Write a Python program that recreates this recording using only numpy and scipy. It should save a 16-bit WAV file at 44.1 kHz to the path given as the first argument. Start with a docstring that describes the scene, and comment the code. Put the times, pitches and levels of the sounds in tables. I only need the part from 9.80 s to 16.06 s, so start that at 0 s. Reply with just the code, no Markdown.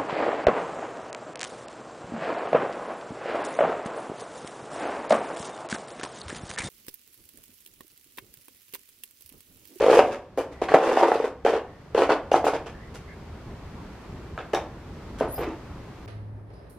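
"""Someone shifts and steps on a gritty plank floor in a derelict wooden building.
Boards knock and creak: each slip is a choked sine with a noise crack; low decaying sines thump along.
Grit crunches as filtered random clicks, some in bursts of high treble; stones and pebbles ring as short sines.
The planks ring on, a wall throws treble back, and a short noise tail makes the room.
Later come lone steps and a thin squeak; faint calls and a low wash of outdoor air are filtered noise."""
import sys
import numpy as np
from scipy import signal
from scipy.fft import rfft, irfft
from scipy.io import wavfile
from scipy.ndimage import uniform_filter1d

SR = 44100
rng = np.random.default_rng(int(sys.argv[2]) if len(sys.argv) > 2 else 0)


def transcribe(u):
    """Save the signal u as a 16-bit wav file named by the first command-line argument.

    u: samples, shape (n,) or (channels, n), limited to [-1, 1]; the rate is SR.
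    q: integer samples, one column per channel.
    """
    v = np.clip(np.atleast_2d(u).T, -1, 1)
    q = np.round(v * 32767).astype(np.int16)
    wavfile.write(sys.argv[1], SR, q)


N = 276066  # length in samples


def amp(db):
    """Turns decibels into a gain."""
    return 10 ** (np.asarray(db) / 20)


def evened(x):
    """Scales a signal to an rms level of 1."""
    return x / np.sqrt(np.mean(x ** 2) + 1e-20)


def read(points, hz):
    """Reads values off a table along a log-frequency axis."""
    f, value = np.transpose(points)
    return np.interp(np.log(hz + 1), np.log(f + 1), value)


def add(mix, s, sound):
    """Mixes a sound in from time s, in seconds."""
    part = mix[..., max(round(s * SR), 0):][..., :sound.shape[-1]]
    part += sound[..., :part.shape[-1]]


def colour(x, points, tilt_db=0, size=4096):
    """Filters with the table's spectrum, tilted by some dB an octave, and never sounds ahead of its input."""
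    hz = np.abs(np.fft.fftfreq(size, 1 / SR))
    gain_db = read(points, hz) + tilt_db * np.log2(1 + hz / 1000)
    log_gain = np.log(amp(gain_db))
    # the Hilbert transform supplies the phase that puts the energy earliest
    spectrum = np.exp(np.conj(signal.hilbert(log_gain)))
    taps = np.fft.ifft(spectrum).real[:size // 2]
    return np.apply_along_axis(lambda v: signal.fftconvolve(v, taps)[:len(v)], -1, x)


def low_passed(x, hz):
    """Keeps only what changes slowly, below hz."""
    return signal.sosfilt(signal.butter(2, hz, fs=SR, output="sos"), x)


def slow_noise(size, hz):
    """Random wandering slower than hz, at rms 1."""
    return evened(low_passed(rng.standard_normal(size), hz))


def whistle(hz, width_hz):
    """Noise in one narrow resonance that follows the pitch curve hz."""
    fuzz = low_passed(rng.standard_normal((2, len(hz))), width_hz / 2)
    turn = np.exp(2j * np.pi * np.cumsum(hz) / SR)
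    return evened(((fuzz[0] + 1j * fuzz[1]) * turn).real)


def murmur(x, patch_db=1.0, patch_s=.09, patch_hz=260, centre_hz=1400, octaves=0.76):
    """The middle of the wash swells and thins in small patches of time and pitch."""
    hz, t, z = signal.stft(x, SR, nperseg=1024)
    patches = uniform_filter1d(rng.standard_normal(z.shape), max(round(patch_hz / hz[1]), 1), 0)
    patches = evened(uniform_filter1d(patches, max(round(patch_s / t[1]), 1), 1))
    reach = np.exp(-(np.log2((hz[:, None] + 1) / centre_hz) / octaves) ** 2)
    return signal.istft(z * amp(patch_db * reach * patches), SR, nperseg=1024)[1][:N]


# how loud the wash of air is over time: t/s, level/dB
AIR_LOUDNESS = [(0, -40), (.5, -51), (.8, -44.5), (1.0, -57), (1.6, -50), (2.05, -45.5), (2.4, -45.5),
                (2.95, -43), (3.5, -41.5), (4.3, -40), (4.85, -43), (5.3, -39.5), (6.26, -41)]
# tone of the wash: f/Hz, relative level per hertz/dB
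AIR_TONE = [(15, -28), (25, -10.5), (54, -0.5), (122, -5), (344, -13), (372, -13), (403, -12), (472, -17),
            (649, -19), (1020, -20.5), (1650, -26.5), (2250, -30.5), (3830, -38), (4480, -38.5),
            (12600, -56), (14000, -69)]
# stereo spread of the wash: f/Hz, side against mid level/dB
AIR_SPREAD = [(60, -53), (110, -28.5), (200, -17.5), (370, -11), (670, -11), (1230, -9.5), (2260, -4.5),
              (4130, -0.5), (7560, 0.5), (13800, 4)]


def air(whine_hz=13020, whine_db=-39, roll_db=2.0, roll_hz=7, below_hz=450):
    """Noise as a low outdoor wash with lumpy bass and a faint electronic whine, along a set level curve."""
    mid, side = evened(colour(rng.standard_normal((2, N)), AIR_TONE, size=8192))
    bass = signal.sosfiltfilt(signal.butter(2, below_hz, fs=SR, output="sos"), mid)
    roll = evened(amp(roll_db * slow_noise(N, roll_hz)))
    mid = murmur(mid) + bass * (roll - 1)
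    t = np.arange(N) / SR
    whine = amp(whine_db) * np.sin(2 * np.pi * whine_hz * t)  # level against the wash
    loudness = amp(np.interp(t, *np.transpose(AIR_LOUDNESS)))
    return loudness * np.array([mid + whine, colour(side, AIR_SPREAD)])


def grains(size, per_s, spread_db):
    """Random clicks of widely differing strength, as mid and side."""
    happens = rng.random(size) < per_s / SR
    strength = amp(spread_db * np.minimum(rng.exponential(1, size), 4)) * happens
    return strength * rng.choice([-1., 1.], (2, size))


def shards(x, ring_db=1, width_hz=150, low_hz=700, high_hz=5200, drift=0.091, count=7):
    """Fragments pinned under the sole colour the crunch with resonances that slide as they roll."""
    out, r = x.copy(), np.exp(-np.pi * width_hz / SR)
    for k, (place, glide) in enumerate(rng.random((count, 2))):
        start_hz = low_hz * (high_hz / low_hz) ** ((k + place) / count)
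        hz = start_hz * np.geomspace(1, np.exp(drift * (2 * glide - 1)), x.shape[-1])
        turn = np.exp(2j * np.pi * np.cumsum(hz) / SR)
        # shift the resonance down to zero, smooth there, and shift back
        out += amp(ring_db) * 2 * (turn * signal.lfilter([1 - r], [1, -r], x / turn)).real
    return evened(out)


def ping(hz, cycles):
    """A chip of stone rings for a few cycles, swelling over the first."""
    turns = hz * np.arange(1000) / SR
    swell = np.sin(np.pi / 2 * np.minimum(turns, 1)) ** 2
    return np.sin(2 * np.pi * turns) * np.exp(-turns / cycles) * swell


def pebbles(per_s=14, spread_db=4, cycles=7, fall_db=-8, count=24):
    """Pebbles of many sizes tick against each other at random; small ones are higher and weaker."""
    out = np.zeros((2, N))
    for hz in np.geomspace(1300, 9000, count):
        tick = amp(fall_db * np.log2(hz / 1000)) * ping(hz, cycles)  # fall_db is per octave
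        out += signal.oaconvolve(grains(N, per_s, spread_db), tick[None], axes=1)[:, :N]
    return evened(out)


# soles scuffing on grit: t/s, length/s, rise/s, crunch level/dB, crunch tilt/dB per octave, rub level/dB
SOLE_SCUFFS = [(0.0, 0.11, 0.00035, -37.5, 0, -28), (0.094, 0.093, 0.013, -32.5, 1.5, -22),
               (0.207, 0.084, .004, -52, 3.5, -42), (0.306, 0.032, 0.01, -40, -1, -37.5),
               (0.574, 0.033, 0.001, -43.5, 2.5, -31.5), (0.717, 0.012, .002, -54, 1, -51),
               (0.815, 0.026, 0.00088, -39, -1.5, -33.5), (0.886, 0.048, 0.0011, -40.5, -2.5, -36.5),
               (0.939, 0.0058, 0.00056, -35, 2, -15), (0.973, 0.12, 0.0056, -42.5, -2, -33),
               (1.023, 0.13, 0.0058, -39, 0, -26.5), (1.166, 0.041, 0.0018, -35, -1.5, -25),
               (1.222, 0.016, 0.00364, -36, -0.5, -18), (1.261, 0.088, 0.003, -42.5, 0.5, -30),
               (1.346, 0.083, 0.002, -45, -2, -40), (1.442, 0.019, 0.00062, -44.5, 1, -30.5),
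               (1.648, 0.059, 0.0013, -35.5, -1.5, -25), (1.729, 0.037, 0.0024, -38, -4, -29),
               (2.146, 0.032, .0005, -37.5, -2, -28), (2.176, 0.03, .001, -33.5, -3, -25.5),
               (2.218, 0.018, 0.00094, -32, -2.5, -24), (2.291, 0.03, 0.0015, -30, -4.5, -19.5),
               (2.514, 0.051, 0.0013, -35.5, -0.5, -25.5), (2.643, 0.016, 0.00087, -40, 1.5, -30),
               (2.664, 0.024, 0.0026, -36, 0.5, -26), (2.733, 0.022, .003, -38, -2.5, -31.5),
               (2.859, 0.016, 0.0025, -42, -3, -41), (3.14, 0.022, 0.0041, -49.5, 4.5, -49.5),
               (4.581, 0.024, 0.0034, -43.5, -8, -40.5), (4.733, 0.0073, 0.00083, -35.5, 0, -25.5),
               (4.747, 0.0045, 0.00082, -38.5, -4, -30), (5.383, 0.017, 0.0021, -47, 3.5, -50),
               (5.409, 0.025, 0.00079, -50, -3, -27), (5.578, 0.031, 0.0021, -45, -4, -30.5),
               (5.604, 0.033, 0.0059, -42, -5, -33), (5.654, 0.048, .008, -47, -9, -39)]
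# tone of the hollow rub: f/Hz, relative level/dB
RUB_TONE = [(100, -67), (200, -23.5), (300, -5.5), (470, 3.5), (780, -2), (1100, -7.5), (1800, -18.5),
            (3200, -29), (8000, -64)]
# tone of the crunch: f/Hz, relative level/dB
CRUNCH_TONE = [(300, -16), (800, 0), (1500, -3), (2800, -1), (4000, -9), (5500, -9.5), (8000, -15.5),
               (11000, -25), (14000, -37)]


def scuffs(release=0.023, pebble_db=-6, clump_db=1.0, clump_hz=90):
    """Grit breaks in clumps: bright crunch, ticking pebbles, and a hollow rub as the board takes up the clicks."""
    out, ticks = np.zeros((2, N)), pebbles()
    t = np.arange(SR // 3) / SR
    for s, length, attack, crunch_db, tilt_db, rub_db in SOLE_SCUFFS:
        clumps = evened(amp(clump_db * slow_noise(len(t), clump_hz)))
        fade = np.exp(-np.maximum(t - length, 0) / release)  # release in seconds
        pressure = (1 - np.exp(-t / attack)) * fade * clumps
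        rub = evened(colour(grains(len(t), per_s=800, spread_db=2.5), RUB_TONE))
        crunch = shards(colour(grains(len(t), per_s=1700, spread_db=1.5), CRUNCH_TONE, tilt_db))
        crunch += amp(pebble_db) * ticks[:, max(round(s * SR), 0):][:, :len(t)]
        add(out, s, pressure * (amp(rub_db) * rub + amp(crunch_db) * crunch))
    return out


# a loose board knocks under the foot: t/s, level/dB, f/Hz, each rebound against the blow before/dB,
# splintery crack against the knock/dB, relative ring length/cycles
BOARD_KNOCKS = [(0.0088, -10.5, 510, -35, -17, 12), (0.0257, -9.5, 520, -32, -8.5, 7.3),
                (0.0417, -9.5, 520, -37, -16, 14), (0.0633, -7.5, 510, -32, -18, 19),
                (0.083, -6, 504, -23.5, -17, 13), (0.0987, -4.5, 506, -27, -11, 11),
                (0.1137, -7.5, 462, -22, -9, 11), (0.129, -3.5, 536, -18, -11, 7),
                (0.1361, -6.5, 490, -23, -10, 13), (0.1915, 2.5, 555, -25, -7.5, 8),
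                (0.1967, -2.5, 550, -29.5, -12, 7.9), (0.5759, -14, 477, -19, -13, 5.8),
                (0.5835, -12.5, 542, -3, -15, 10), (0.8204, -7, 516, -25, -18, 5),
                (0.8885, -18.5, 670, -8, -1, 7.8), (0.9188, -8.5, 570, -27, -7, 5.2),
                (0.9437, 4, 572, -16, -14.5, 9.2), (0.9585, -8, 580, -21, -14, 11),
                (1.0265, -16.5, 565, -2, -16, 11), (1.0745, -14, 530, -7, -19, 13),
                (1.1, -17, 560, -12, -15, 7.2), (1.122, -18.5, 500, -9, -10, 6.6),
                (1.1725, -6.5, 713, -14, -13.5, 10.3), (1.2002, -15, 620, -16, -17, 6),
                (1.2114, -6.5, 717, -7, -20, 10.5), (1.2305, -10, 694, -22, -21, 6.7),
                (1.2338, -5, 700, -20, -16, 7.2), (1.2425, -7, 690, -18, -12, 7.2),
                (1.2878, -16, 556, -20, -19, 8), (1.318, -4, 623, -26, -13, 4.9),
                (1.3551, -13.5, 500, -24, -18, 9), (1.4005, -15, 470, -29, -11, 13),
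                (1.4414, -13.5, 468, -33, -9.5, 13), (1.6502, -11, 495, -30, -24, 13),
                (1.6635, -5, 683, -26, -10.5, 8.5), (1.698, -12.5, 477, -15, -22, 13),
                (1.736, -11.5, 506, -16, -24, 12), (2.1487, -10.5, 487, -26, -10, 11.4),
                (2.1786, -10.5, 485, -27, -12, 7.1), (2.1915, -10.5, 510, -5, -15, 7.6),
                (2.22, -6, 520, -11, -16, 8.5), (2.293, -10, 565, -11, -19, 8.3),
                (2.3069, -5.5, 503, -9.5, -26, 4.3), (2.36, -16, 570, -21, -19, 6.1),
                (2.517, -7.5, 585, -24, -11.5, 9.6), (2.5418, 0, 683, -28, -23, 8.1),
                (2.561, -21, 696, -13, -16, 9.6), (2.6420, -12.5, 546, -22, -12, 9.1),
                (2.6674, -7, 725, -23, -15, 8.4), (2.7345, -16.5, 660, -14, -9, 13),
                (4.5775, -20.5, 1276, -22, -3, 6.7), (4.7383, -10.5, 580, -20, -13, 5.8),
                (4.7488, -17.5, 730, -12, -23, 15), (4.7735, -16.5, 730, -9, -18, 8.3),
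                (5.409, -10, 576, -8, -33, 10), (5.4236, -17.5, 523, -6, -26, 8)]
# a board creaks in a run of slips as the weight shifts:
# t/s, length/s, slips per second, first level/dB, last level/dB, f/Hz
BOARD_CREAKS = [(0.1431, 0.031, 150, -13.5, -13.5, 495), (1.091, 0.078, 62, -31, -34, 586)]
SLIP_JITTER_S, SLIP_SPREAD_DB, SLIP_CRACK_DB, SLIP_CYCLES = 0.00019, -5, -7, 32
REBOUND_S, REBOUND_SHRINK = .0076, 0.777  # the board chatters ever faster on its joist


def slips():
    """Lists every blow to the boards: knocks with two rebounds each, and the uneven slips of each creak."""
    delays = np.cumsum([0, REBOUND_S, REBOUND_S * REBOUND_SHRINK])
    blows = []  # t/s, level/dB, f/Hz, crack/dB, ring/cycles
    for s, db, hz, rebound_db, crack_db, cycles in BOARD_KNOCKS:
        for k, delay in enumerate(delays):
            blows.append((s + delay, db + k * rebound_db, hz, crack_db, cycles))
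    for start, length, per_s, first_db, last_db, hz in BOARD_CREAKS:
        for s in np.arange(0, length, 1 / per_s):
            late, louder = rng.standard_normal(2)
            db = first_db + (last_db - first_db) * s / length + SLIP_SPREAD_DB * louder
            blows.append((start + s + SLIP_JITTER_S * late, db, hz, SLIP_CRACK_DB, SLIP_CYCLES))
    return blows


# tone of the splintery crack: f/Hz, relative level/dB
CRACK_TONE = [(200, -28), (600, 16), (1500, 5), (2800, -4), (4200, -22), (8000, -41), (14000, -59)]


def boards(rise=0.00054, sag=0.2, sag_s=0.0006, crack_s=0.0027, crack_rise_s=0.00049, low_hz=230,
           hold=1.216, choke=1.37):
    """Each slip kicks a plank into heavy cycles that the foot soon chokes, with a short splintery crack on top."""
    t, out, blows = np.arange(3000) / SR, np.zeros(N), slips()
    splinters = colour(rng.standard_normal((len(blows), len(t))), CRACK_TONE)
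    for (s, db, hz, crack_db, cycles), noise in zip(blows, splinters):
        choked = np.exp(-(np.log(1000) * t * hz / (cycles * hold)) ** choke)
        swell = (1 - np.exp(-(t / rise) ** 2)) * choked  # rise in seconds
        turns = hz * (t + sag * sag_s * (1 - np.exp(-t / sag_s)))  # the stiff first swing is the quickest
        knock = swell / swell.max() * np.sin(2 * np.pi * turns)
        crack = amp(crack_db) * evened(noise) * np.exp(-t / crack_s) * (1 - np.exp(-t / crack_rise_s))
        add(out, s, amp(db) * (crack - knock))
    return signal.sosfilt(signal.butter(1, low_hz, "high", fs=SR, output="sos"), out)


# lasting tones of the planks: f/Hz, relative level/dB, time to fall by 60 dB/s
PLANK_MODES = [(248, -37, 0.38), (284, -19.5, 0.2), (343, -18, 0.099), (425.6, -15.5, 0.066),
               (457, -27.5, 0.36), (505, -38.5, 0.56), (627, -52, 0.26), (661, -47.5, 0.41),
               (764, -24.5, 0.21), (845, -31, 0.26), (1008, -41, .35), (1113, -34, 0.6), (1410, -38, .35),
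               (1740, -31, 0.43)]


def planks(x, ring_db=-31):
    """The struck floor rings on faintly, each of its own tones dying at its own pace."""
    t = np.arange(SR // 2) / SR
    ring = sum(amp(db - 60 * t / t60) * np.cos(2 * np.pi * hz * t) for hz, db, t60 in PLANK_MODES)
    return amp(ring_db) * signal.fftconvolve(x, ring)[:N]


def wall_echo(x, delay_s=.011, echo_db=-3, above_hz=3500):
    """The wall in front throws the treble straight back after a short delay."""
    out = np.zeros(N)
    treble = signal.sosfilt(signal.butter(1, above_hz, "high", fs=SR, output="sos"), x)
    add(out, delay_s, amp(echo_db) * treble)
    return out


# tone of the room's answer: f/Hz, relative level/dB
ROOM_TONE = [(60, -32), (170, -5), (255, 7.5), (330, 4.5), (450, -3), (750, 1.5), (1500, 0.5), (4000, -1),
             (14000, -3.5)]
# how long the room's tail lasts: f/Hz, time to fall by 60 dB without the early answer/s
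ROOM_DECAY = [(250, 0.58), (660, 0.47), (1740, 0.43), (4590, 0.33), (12000, 0.32)]


def room(x, wet_db=-4, gap=0.0051, early_db=7, early_s=0.029, pivot_hz=750):
    """Near plank walls answer the treble at once while the bass builds up; then a short diffuse tail."""
    count = SR // 32
    taps = np.zeros((2, count * 16))  # mid and side
    at = np.arange(count) * 16 + rng.integers(0, 16, (2, count))  # one echo somewhere in every 16 samples
    np.put_along_axis(taps, at, rng.choice([-1., 1.], at.shape), 1)
    hz, t, z = signal.stft(taps, SR, nperseg=256)
    early = early_db * np.exp(-t / early_s) * np.tanh(2 * np.log((hz[:, None] + 1) / pivot_hz))
    decay = -60 * t / read(ROOM_DECAY, hz)[:, None]
    tail = signal.istft(z * amp(early + decay), SR, nperseg=256)[1]
    tail = tail * (np.arange(tail.shape[1]) / SR > gap)  # silent for the first gap seconds
    tail = colour(tail / np.linalg.norm(tail[0]), ROOM_TONE)
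    return amp(wet_db) * signal.fftconvolve(x[None], tail, axes=1)[:, :N]


LATE_S = 4.0  # from here on the lone steps sound with more room


def blended_room(x, turn_s=0.3472, count=6, late_db=2.0):
    """The room answer blends steadily through several random tails, and is stronger for the later steps."""
    t = np.arange(N) / SR
    x = x * amp(late_db * (t > LATE_S))
    # how far each tail is from its turn, in units of turn_s
    away = [abs((t / turn_s - k + count / 2) % count - count / 2) for k in range(count)]
    return sum(room(x * np.cos(np.pi / 2 * np.minimum(d, 1))) for d in away)


# single stones snapping: t/s, level/dB, f/Hz, ring decay/cycles
STONE_SNAPS = [(0.0653, -12, 1050, 2.7), (0.101, -24, 1500, 3), (0.1255, -24, 2300, 3),
               (0.179, -21, 1400, 3.3), (0.1828, -23, 2560, 4), (0.1905, -16, 1360, 2.1),
               (0.194, -29, 4950, 7), (0.823, -47, 5070, 6.1), (0.886, -21, 1560, 3),
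               (0.8925, -19, 1900, 3.9), (0.9233, -17, 1730, 2.6), (0.9425, -12.5, 1910, 3),
               (0.952, -19, 1174, 3.5), (1.0331, -28, 1050, 3), (1.09, -26, 2080, 3.4),
               (1.103, -25, 1500, 3), (1.1545, -28, 2400, 3), (1.186, -27, 1700, 3),
               (1.2286, -16, 1150, 3.6), (1.246, -23, 1550, 3.3), (1.282, -23, 1170, 3),
               (1.3184, -19, 1270, 5.7), (1.4461, -28, 1230, 2.8), (1.6631, -21, 1150, 3),
               (2.1779, -24, 1470, 1.8), (2.2987, -17.5, 1420, 4.2), (2.3047, -15, 1120, 3.3),
               (2.306, -34, 3230, 9), (2.517, -28.5, 2837, 16), (2.53, -30.5, 6100, 16),
               (2.654, -32, 7200, 6.9), (2.683, -35, 10100, 7.9), (2.8619, -38, 1070, 2.8),
               (4.5772, -26, 2800, 1.1), (4.589, -33, 3460, 3.7), (4.593, -30, 1500, 3.7),
               (4.749, -22.5, 3670, 5.8), (4.747, -22, 5600, 4.3)]


def stones(chip_db=-8, chip_s=0.00038, chip_spread=2.0):
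    """A stone snaps with a noise burst of chips around its pitch and a brief ring."""
    t, out = np.arange(1000) / SR, np.zeros(N)
    for s, db, hz, cycles in STONE_SNAPS:
        edges = [hz / chip_spread, min(hz * chip_spread, SR / 3)]
        band = signal.butter(3, edges, "band", fs=SR, output="sos")
        chips = signal.sosfilt(band, rng.standard_normal(len(t)) * np.exp(-t / chip_s))
        add(out, s, amp(db) * (ping(hz, cycles) + amp(chip_db) * chips / abs(chips).max()))
    return out


# low, short thumps along with some knocks: t/s, level/dB, f/Hz, decay/s
LOW_THUMPS = [(0.116, -29.5, 188, 0.0076), (0.137, -32, 194, .007), (0.1925, -27, 147, 0.0077),
              (0.9444, -19, 173, .007), (1.076, -28, 262, 0.0081), (1.125, -29.5, 255, 0.011),
              (1.317, -35, 258, 0.011), (2.306, -31, 293, 0.0046), (4.739, -27.5, 333, 0.0088),
              (5.4087, -29.5, 255, 0.01), (5.675, -25.5, 323, 0.012)]


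def thumps():
    """Low, short thumps along with some knocks: each is a sine that dies away within hundredths of a second."""
    t, out = np.arange(SR // 4) / SR, np.zeros(N)
    for s, db, hz, decay_s in LOW_THUMPS:
        add(out, s, amp(db) * np.sin(2 * np.pi * hz * t) * np.exp(-t / decay_s))
    return out


# brief wide bursts of the highest treble in a few scuffs: t/s, level/dB at the sides, decay/s
TREBLE_BURSTS = [(0.184, -45, .01), (0.575, -41, 0.026), (2.528, -46, .01), (2.644, -41, .03),
                 (4.738, -41.5, .02)]
# tone of the bursts: f/Hz, relative level/dB
TREBLE_TONE = [(2000, -35), (6000, -14), (9000, -7), (12500, 1), (14500, -8)]


def treble_bursts(attack_s=.002, mid_db=-14):
    """Brief, wide bursts of the highest treble, made of dense random clicks."""
    t, out = np.arange(SR // 4) / SR, np.zeros((2, N))
    for s, db, decay_s in TREBLE_BURSTS:
        fizz = evened(colour(grains(len(t), per_s=4000, spread_db=2.2), TREBLE_TONE))
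        swell = (1 - np.exp(-t / attack_s)) * np.exp(-t / decay_s)
        add(out, s, amp([[db + mid_db], [db]]) * fizz * swell)
    return out


# faint far-off calls, probably birds outside: t/s, length/s, first f/Hz, last f/Hz, level/dB
DISTANT_CALLS = [(0.694, 0.19, 1920, 2050, -58.5), (1.818, 0.22, 1780, 1930, -62),
                 (2.91, 0.17, 1700, 1820, -57.5), (2.985, 0.13, 1930, 2000, -57.5),
                 (3.253, 0.11, 2070, 2110, -55), (3.273, 0.089, 1690, 1740, -56),
                 (3.961, 0.074, 1010, 1050, -50)]


def far_calls(width_hz=165, side_db=-5, waver_hz=30, waver_per_s=14):
    """Soft, wavering whistles that rise, smeared by distance into narrow noise."""
    out = np.zeros((2, N))
    for s, length, first_hz, last_hz, db in DISTANT_CALLS:
        t = np.arange(0, length, 1 / SR)
        waver = waver_hz * np.sin(2 * np.pi * (waver_per_s * t + rng.random()))
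        pitch = np.linspace(first_hz, last_hz, len(t)) + waver
        pair = np.array([whistle(pitch, width_hz), amp(side_db) * whistle(pitch, width_hz)])
        add(out, s, amp(db) * signal.windows.tukey(len(pitch), .7) * pair)
    return out


# a thin squeak of a sliding sole or sleeve: t/s, f/Hz, level before judder/dB, lower partial level/dB
THIN_SQUEAK = [(5.48, 9500, -62, -85), (5.499, 9900, -51, -82), (5.513, 10500, -44.5, -76),
               (5.54, 12050, -40, -73), (5.56, 12400, -44, -51), (5.585, 12700, -45, -60),
               (5.61, 12000, -48, -76), (5.66, 12400, -68, -85)]


def squeak(width_hz=650, mid_db=-10.5, rasp_hz=2600, rasp_db=-1.5, lower=0.402, lower_width_hz=450,
           judder_db=3.0, judder_hz=120):
    """Juddering friction in a gliding, mostly rising resonance, with a rasp around it and a lower partial."""
    s, hz, db, lower_db = np.transpose(THIN_SQUEAK)
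    t = np.arange(s[0], s[-1], 1 / SR)
    judder = slow_noise(len(t), judder_hz)
    pitch, level = np.interp(t, s, hz), amp(np.interp(t, s, db) + judder_db * judder)
    mid, side = (level * (whistle(pitch, width_hz) + amp(rasp_db) * whistle(pitch, rasp_hz))
                 for _ in range(2))
    partial = amp(np.interp(t, s, lower_db)) * whistle(pitch * lower, lower_width_hz)
    out = np.zeros((2, N))
    add(out, s[0], np.array([amp(mid_db) * mid + partial, side]))
    return out


# stereo spread of the steps and room: f/Hz, gain of the side signal/dB
STEP_SPREAD = [(100, -28), (400, -24), (700, -22), (1230, -13.5), (2260, -11), (4130, -4), (7560, 2.5),
               (13000, 17)]


def scene(knock_side_db=-9, grit_wet_db=-2):
    """Steps in the room over the air; the bass is central and the treble spreads wide."""
    knock, snap, grit = boards() + thumps(), stones(), scuffs()
    near = knock + wall_echo(knock) + snap
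    # the two microphone ports differ by a quarter turn of the near sound
    quarter_turn = signal.hilbert(near).imag
    steps = grit + amp([[0], [knock_side_db]]) * np.array([near, quarter_turn])
    steps[0] += planks(knock + grit[0])
    steps += blended_room(knock + snap + amp(grit_wet_db) * grit[0])
    spread = amp(read(STEP_SPREAD, np.fft.rfftfreq(N, 1 / SR)))
    steps[1] = irfft(rfft(steps[1]) * spread, N)
    mid, side = steps + treble_bursts() + squeak() + far_calls() + air()
    return np.array([mid + side, mid - side])  # left and right


EDGE_HZ = 14700  # top of the band


def record(dry):
    """Rounds off the hardest knocks at full scale, then limits the band."""
    rounded = dry / (1 + dry ** 8) ** (1 / 8)
    low_pass = signal.firwin(121, EDGE_HZ, window=("kaiser", 9), fs=SR)
    return signal.oaconvolve(rounded, low_pass[None], "same")


dry = scene()
out = record(dry)
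transcribe(out)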